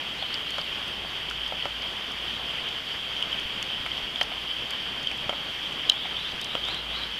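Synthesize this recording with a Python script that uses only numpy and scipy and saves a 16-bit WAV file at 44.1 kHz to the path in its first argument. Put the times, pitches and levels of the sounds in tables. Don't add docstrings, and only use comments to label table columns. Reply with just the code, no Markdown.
import sys
import numpy as np
from scipy import signal
from scipy.fft import rfft, irfft, next_fast_len
from scipy.io import wavfile
from scipy.ndimage import uniform_filter1d, map_coordinates

SR = 44100
rng = np.random.default_rng(int(sys.argv[2]) if len(sys.argv) > 2 else 0)


def int16_out(signal):
    q = np.round(np.clip(np.atleast_2d(signal).T, -1, 1) * 32767)
    wavfile.write(sys.argv[1], SR, q.astype(np.int16))


N = 317079


def amp(db):
    return 10 ** (np.asarray(db) / 20)


def unit(x):
    return x / np.sqrt(np.mean(x ** 2) + 1e-20)


def wobble(rate):
    knots = rng.standard_normal(int(N * rate / SR) + 4)
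    return map_coordinates(knots, [np.arange(N) * rate / SR])


def filtered(x, response):
    m = next_fast_len(x.shape[-1] + 4096)
    spectrum = rfft(x, m) * response(np.fft.rfftfreq(m, 1 / SR))
    return irfft(spectrum, m)[..., :x.shape[-1]]


def port(f):
    # (frequency [Hz], width [Hz], strength [dB])
    air_modes = [(3174, 270, 0.5), (4450, 344, -19.5)]
    modes = [amp(db) * c * c / (c * c - f * f + 1j * f * width) for c, width, db in air_modes]
    return sum(modes) / sum(amp(db) for c, width, db in air_modes)


def add(track, s, db, sound):
    start = round(s * SR)
    track[start:start + len(sound)] += amp(db) * sound / np.abs(filtered(sound, port)).max()


def scatter(sound, t60, gap):
    t = np.arange(len(sound)) / SR
    tail = rng.standard_normal(len(t)) * amp(-60 * t / t60) * (t > gap)
    return signal.fftconvolve(sound, tail / np.linalg.norm(tail))[:len(t)]


def ping(t, hz, rise, t60, crackle):
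    rough = 1 + crackle * rng.standard_normal(len(t))
    envelope = (1 - np.exp(-t / rise)) * amp(-60 * t / t60)
    return np.sin(2 * np.pi * hz * t) * rough * envelope


def rush(level_db=-43, drift_db=0.38, flutter_db=0.54, patchy_db=1.11):
    # (frequency [Hz], relative level per Hz [dB])
    forest_colour = [(15, -4), (60, -3), (150, 3.5), (400, 0.5), (1000, 0.5), (2000, -1), (3200, -4.5),
                     (4200, -6), (5000, -6), (7000, -10), (15000, -4)]
    f, colour_db = np.transpose(forest_colour)
    z = signal.stft(rng.standard_normal(N), nperseg=512)[2]
    patches = uniform_filter1d(rng.standard_normal(z.shape), size=12, axis=0)
    patches = uniform_filter1d(patches, size=8, axis=1)
    noise = signal.istft(z * amp(patchy_db * unit(patches)), nperseg=512)[1][:N]
    noise = filtered(noise, lambda hz: amp(np.interp(np.log(hz + 1), np.log(f), colour_db)))
    low = filtered(noise, lambda hz: (hz > 200) & (hz < 2000))
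    level = level_db + drift_db * wobble(1.22) + flutter_db * wobble(11)
    return amp(level) * noise / low.std()


def patter(count=450, level_db=-48, spread_db=3.0):
    track, t = np.zeros(N + 400), np.arange(400) / SR
    for when, pitch, rank in rng.random((count, 3)):
        hz = 600 * 16 ** pitch
        drop = np.sin(2 * np.pi * hz * t) * np.exp(-t * hz / 1.3)
        db = level_db + 1.6 * np.log2(hz / 3000) - spread_db * np.log(rank + 0.0164)
        track[int(when * N):][:len(t)] += amp(db) * drop
    return track[:N]


def hum(centre_hz=57.2, waver_hz=1.2, waver_db=2):
    # (time [s], mean rms level [dB])
    hum_fades = [(0, -58), (.8, -53), (1.1, -51.5), (2.44, -51), (2.84, -59.5), (3.46, -52), (3.65, -58.5),
                 (4.0, -54), (5.87, -57.5), (7.1, -50.5), (7.19, -58)]
    times, levels = np.transpose(hum_fades)
    hz = centre_hz + waver_hz * wobble(2.54)
    db = np.interp(np.arange(N) / SR, times, levels) + waver_db * wobble(9)
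    return np.sqrt(2) * amp(db) * np.sin(2 * np.pi * np.cumsum(hz) / SR)


def bird(climb_hz=576, sung_share=0.85, second_hz=-24.5, second_db=-1.5):
    # (time [s], first to second [s], top pitch [Hz], peak level [dB])
    chirp_pairs = [(.172, 0.081, 4430, -38), (.46, .09, 4480, -37), (5.945, .063, 3830, -27),
                   (6.161, 0.077, 4000, -27), (6.4, .081, 4125, -29), (6.678, 0.066, 4226, -29.5),
                   (6.934, 0.069, 4277, -30)]
    # (time [s], top pitch [Hz], peak level [dB])
    lead_ins = [(6.635, 3830, -27), (6.893, 3850, -31)]
    track = np.zeros(N + SR)
    chirps = [(s, 0.052, hz, db) for s, hz, db in lead_ins]
    for s, gap, hz, db in chirp_pairs:
        length = sung_share * gap
        chirps.append((s, length, hz, db))
        chirps.append((s + gap, length, hz + second_hz, db + second_db))
    for s, length, top_hz, db in chirps:
        u = np.linspace(0, 1, round(length * SR))
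        hz = top_hz - climb_hz * (1 - np.sin(u * np.pi / 2))
        hz += 70 * unit(uniform_filter1d(rng.standard_normal(len(u)), size=90))
        swell = np.sin(np.pi * u ** 0.65) ** 0.5
        whistle = np.sin(2 * np.pi * np.cumsum(hz) / SR) * swell
        whistle = np.pad(whistle, (0, SR // 2 - len(u)))
        direct = amp(-4) * whistle
        add(track, s, db, direct + scatter(whistle, t60=0.24, gap=0.002))
    return track[:N]


def leaf_thuds(ring_t60=0.015, slap_t60=0.008, echo_db=-7):
    # (time [s], peak level [dB], brightness [dB per octave], slap against the ring's scale [dB])
    leaf_drops = [(0.224, -22.5, -1.5, -12.5), (0.583, -16, 1.5, -7), (1.048, -28, -4, -17),
                  (1.522, -20, -4, -19), (1.655, -15, -1, -9), (3.208, -26, 5, -20), (3.8625, -17, 11, 5),
                  (4.212, -13, 2, -2), (4.318, -26, 4.5, -20), (5.293, -15.5, -2.5, -14),
                  (5.327, -21, 0, -15), (5.334, -24, 1, -17), (6.055, -24, 2, -15), (6.552, -15, -0.5, -17),
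                  (6.685, -21.5, 2.5, -18)]
    # (frequency [Hz], relative level [dB])
    leaf_modes = [(560, -5.5), (740, -3), (930, -7.5), (1330, -9.5), (2200, -12.5)]
    track, t = np.zeros(N + 4096), np.arange(4096) / SR
    for s, db, bright_db, slap_db in leaf_drops:
        ring = 0
        for k, (hz, level) in enumerate(leaf_modes):
            mode_db = level + bright_db * np.log2(hz / 700) + rng.normal(0, 2.5)
            ring = ring + (-1) ** k * amp(mode_db) * np.sin(2 * np.pi * hz * t)
        ring = ring * (1 - np.exp(-t / 0.00018)) * amp(-60 * t / ring_t60)
        slap = amp(slap_db - 60 * t / slap_t60) * rng.standard_normal(len(t))
        thud = ring + slap
        add(track, s, db, thud + amp(echo_db) * scatter(thud, t60=0.1, gap=0.00432))
    return track[:N]


def pebble_ticks(t60_at_3khz=0.0079, shortening=0.3):
    # (time [s], pitch [Hz], peak level [dB])
    pebble_drops = [(0.226, 3450, -18.5), (.305, 1430, -26), (0.342, 4880, -17), (.467, 1310, -25.5),
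                    (.614, 4750, -20), (1.311, 1400, -19.5), (1.463, 3130, -20), (1.6238, 3004, -17.5),
                    (1.822, 4970, -24.5), (2.6777, 3260, -23), (3.225, 2922, -12), (3.3281, 3080, -17),
                    (3.6267, 2960, -20), (3.916, 3170, -19.5), (4.1585, 3466, -15.5), (4.2128, 1940, -15),
                    (4.2147, 3100, -12), (5.0713, 3200, -13.5), (5.114, 2450, -18), (5.2942, 3130, -17),
                    (5.8928, 3300, -15), (6.1673, 3192, -19.5), (6.552, 2820, -15), (6.6394, 3530, -19),
                    (6.7, 2215, -24), (7.0352, 3310, -19.5)]
    track, t = np.zeros(N + 4096), np.arange(4096) / SR
    for s, hz, db in pebble_drops:
        t60 = t60_at_3khz * (3000 / hz) ** shortening
        add(track, s, db, ping(t, hz, rise=0.00034, t60=t60, crackle=0.82))
    return track[:N]


def spray(crest_s=0.00135, smear=0.2):
    # (time [s], peak level [dB], centre [Hz])
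    spray_bursts = [(0.3415, -30, 5100), (0.5054, -28.5, 8440), (0.583, -34, 5200), (0.879, -39, 9600),
                    (1.2983, -34, 6600), (1.478, -32, 6600), (2.117, -35, 6300), (2.6869, -34.5, 5400),
                    (3.2245, -34, 7800), (3.3189, -37.5, 5900), (3.3973, -33.5, 9600), (3.626, -26, 7350),
                    (3.8628, -39, 5300), (4.2122, -37, 6400), (4.2293, -22, 7700), (4.232, -34, 7000),
                    (4.7066, -26.5, 9700), (5.029, -34, 6130), (5.0709, -34, 5800), (5.115, -34.5, 5300),
                    (5.1746, -39, 9700), (5.296, -33, 6200), (5.724, -39, 7400), (5.8966, -13, 6600),
                    (5.9186, -42.5, 5100), (6.3146, -37, 5900), (6.3597, -37.5, 5500), (6.4133, -27, 9300),
                    (6.444, -28, 6500), (6.5514, -36, 6300), (6.6499, -34.5, 5000), (6.6848, -32.5, 6000),
                    (6.745, -35, 9000)]
    track, t = np.zeros(N + 4096), np.arange(4096) / SR
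    for s, db, centre_hz in spray_bursts:
        def band(hz):
            octaves = np.log2((hz + 1) / centre_hz)
            fine = 0.5 * (hz / 12000) ** 2
            return (np.exp(-1.2 * octaves ** 2) + fine) * (hz > 4400)
        u = 2 * t / (crest_s * amp(smear * (-29 - db)))
        add(track, s, db, filtered(rng.standard_normal(len(t)), band) * u ** 2 * np.exp(-u))
    return track[:N]


def bumps(cycles=3.4):
    # (time [s], pitch [Hz], peak level [dB])
    soft_bumps = [(3.271, 200, -32), (3.454, 60, -33.5), (3.803, 90, -33.5), (4.031, 35, -41),
                  (5.265, 132, -31.5)]
    track, t = np.zeros(N + 8192), np.arange(8192) / SR
    for s, hz, db in soft_bumps:
        add(track, s, db, np.sin(2 * np.pi * hz * t) * amp(-60 * t * hz / cycles))
    return track[:N]


def stone_splats():
    # (time [s], peak level [dB])
    heavy_drops = [(5.8967, -2.5), (5.9187, -18.5)]
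    # (frequency [Hz], relative level behind the port [dB], t60 [s])
    stone_modes = [(3030, 2, .007), (3982, -1, 0.0061), (5400, -15, 0.0063), (6160, -22, .006)]
    track, t = np.zeros(N + 4096), np.arange(4096) / SR
    for s, db in heavy_drops:
        splat = 0
        for hz, level, t60 in stone_modes:
            gain = amp(level) / abs(port(hz))
            splat = splat + gain * ping(t, hz, rise=0.0026, t60=t60, crackle=0.15) * t
        add(track, s, db, splat)
    return track[:N]


def scene():
    background = rush() + patter() + hum()
    drops = leaf_thuds() + pebble_ticks() + spray() + stone_splats()
    return (background + bird() + drops + bumps())[None]


def record(dry, hiss_db=-59.5, unsteady_db=0.73, top_hz=14280):
    hiss = amp(hiss_db + unsteady_db * wobble(5.8)) * rng.standard_normal(dry.shape)
    wet = filtered(dry, port) + hiss
    return filtered(wet, lambda hz: hz < top_hz)


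dry = scene()
out = record(dry)
int16_out(out)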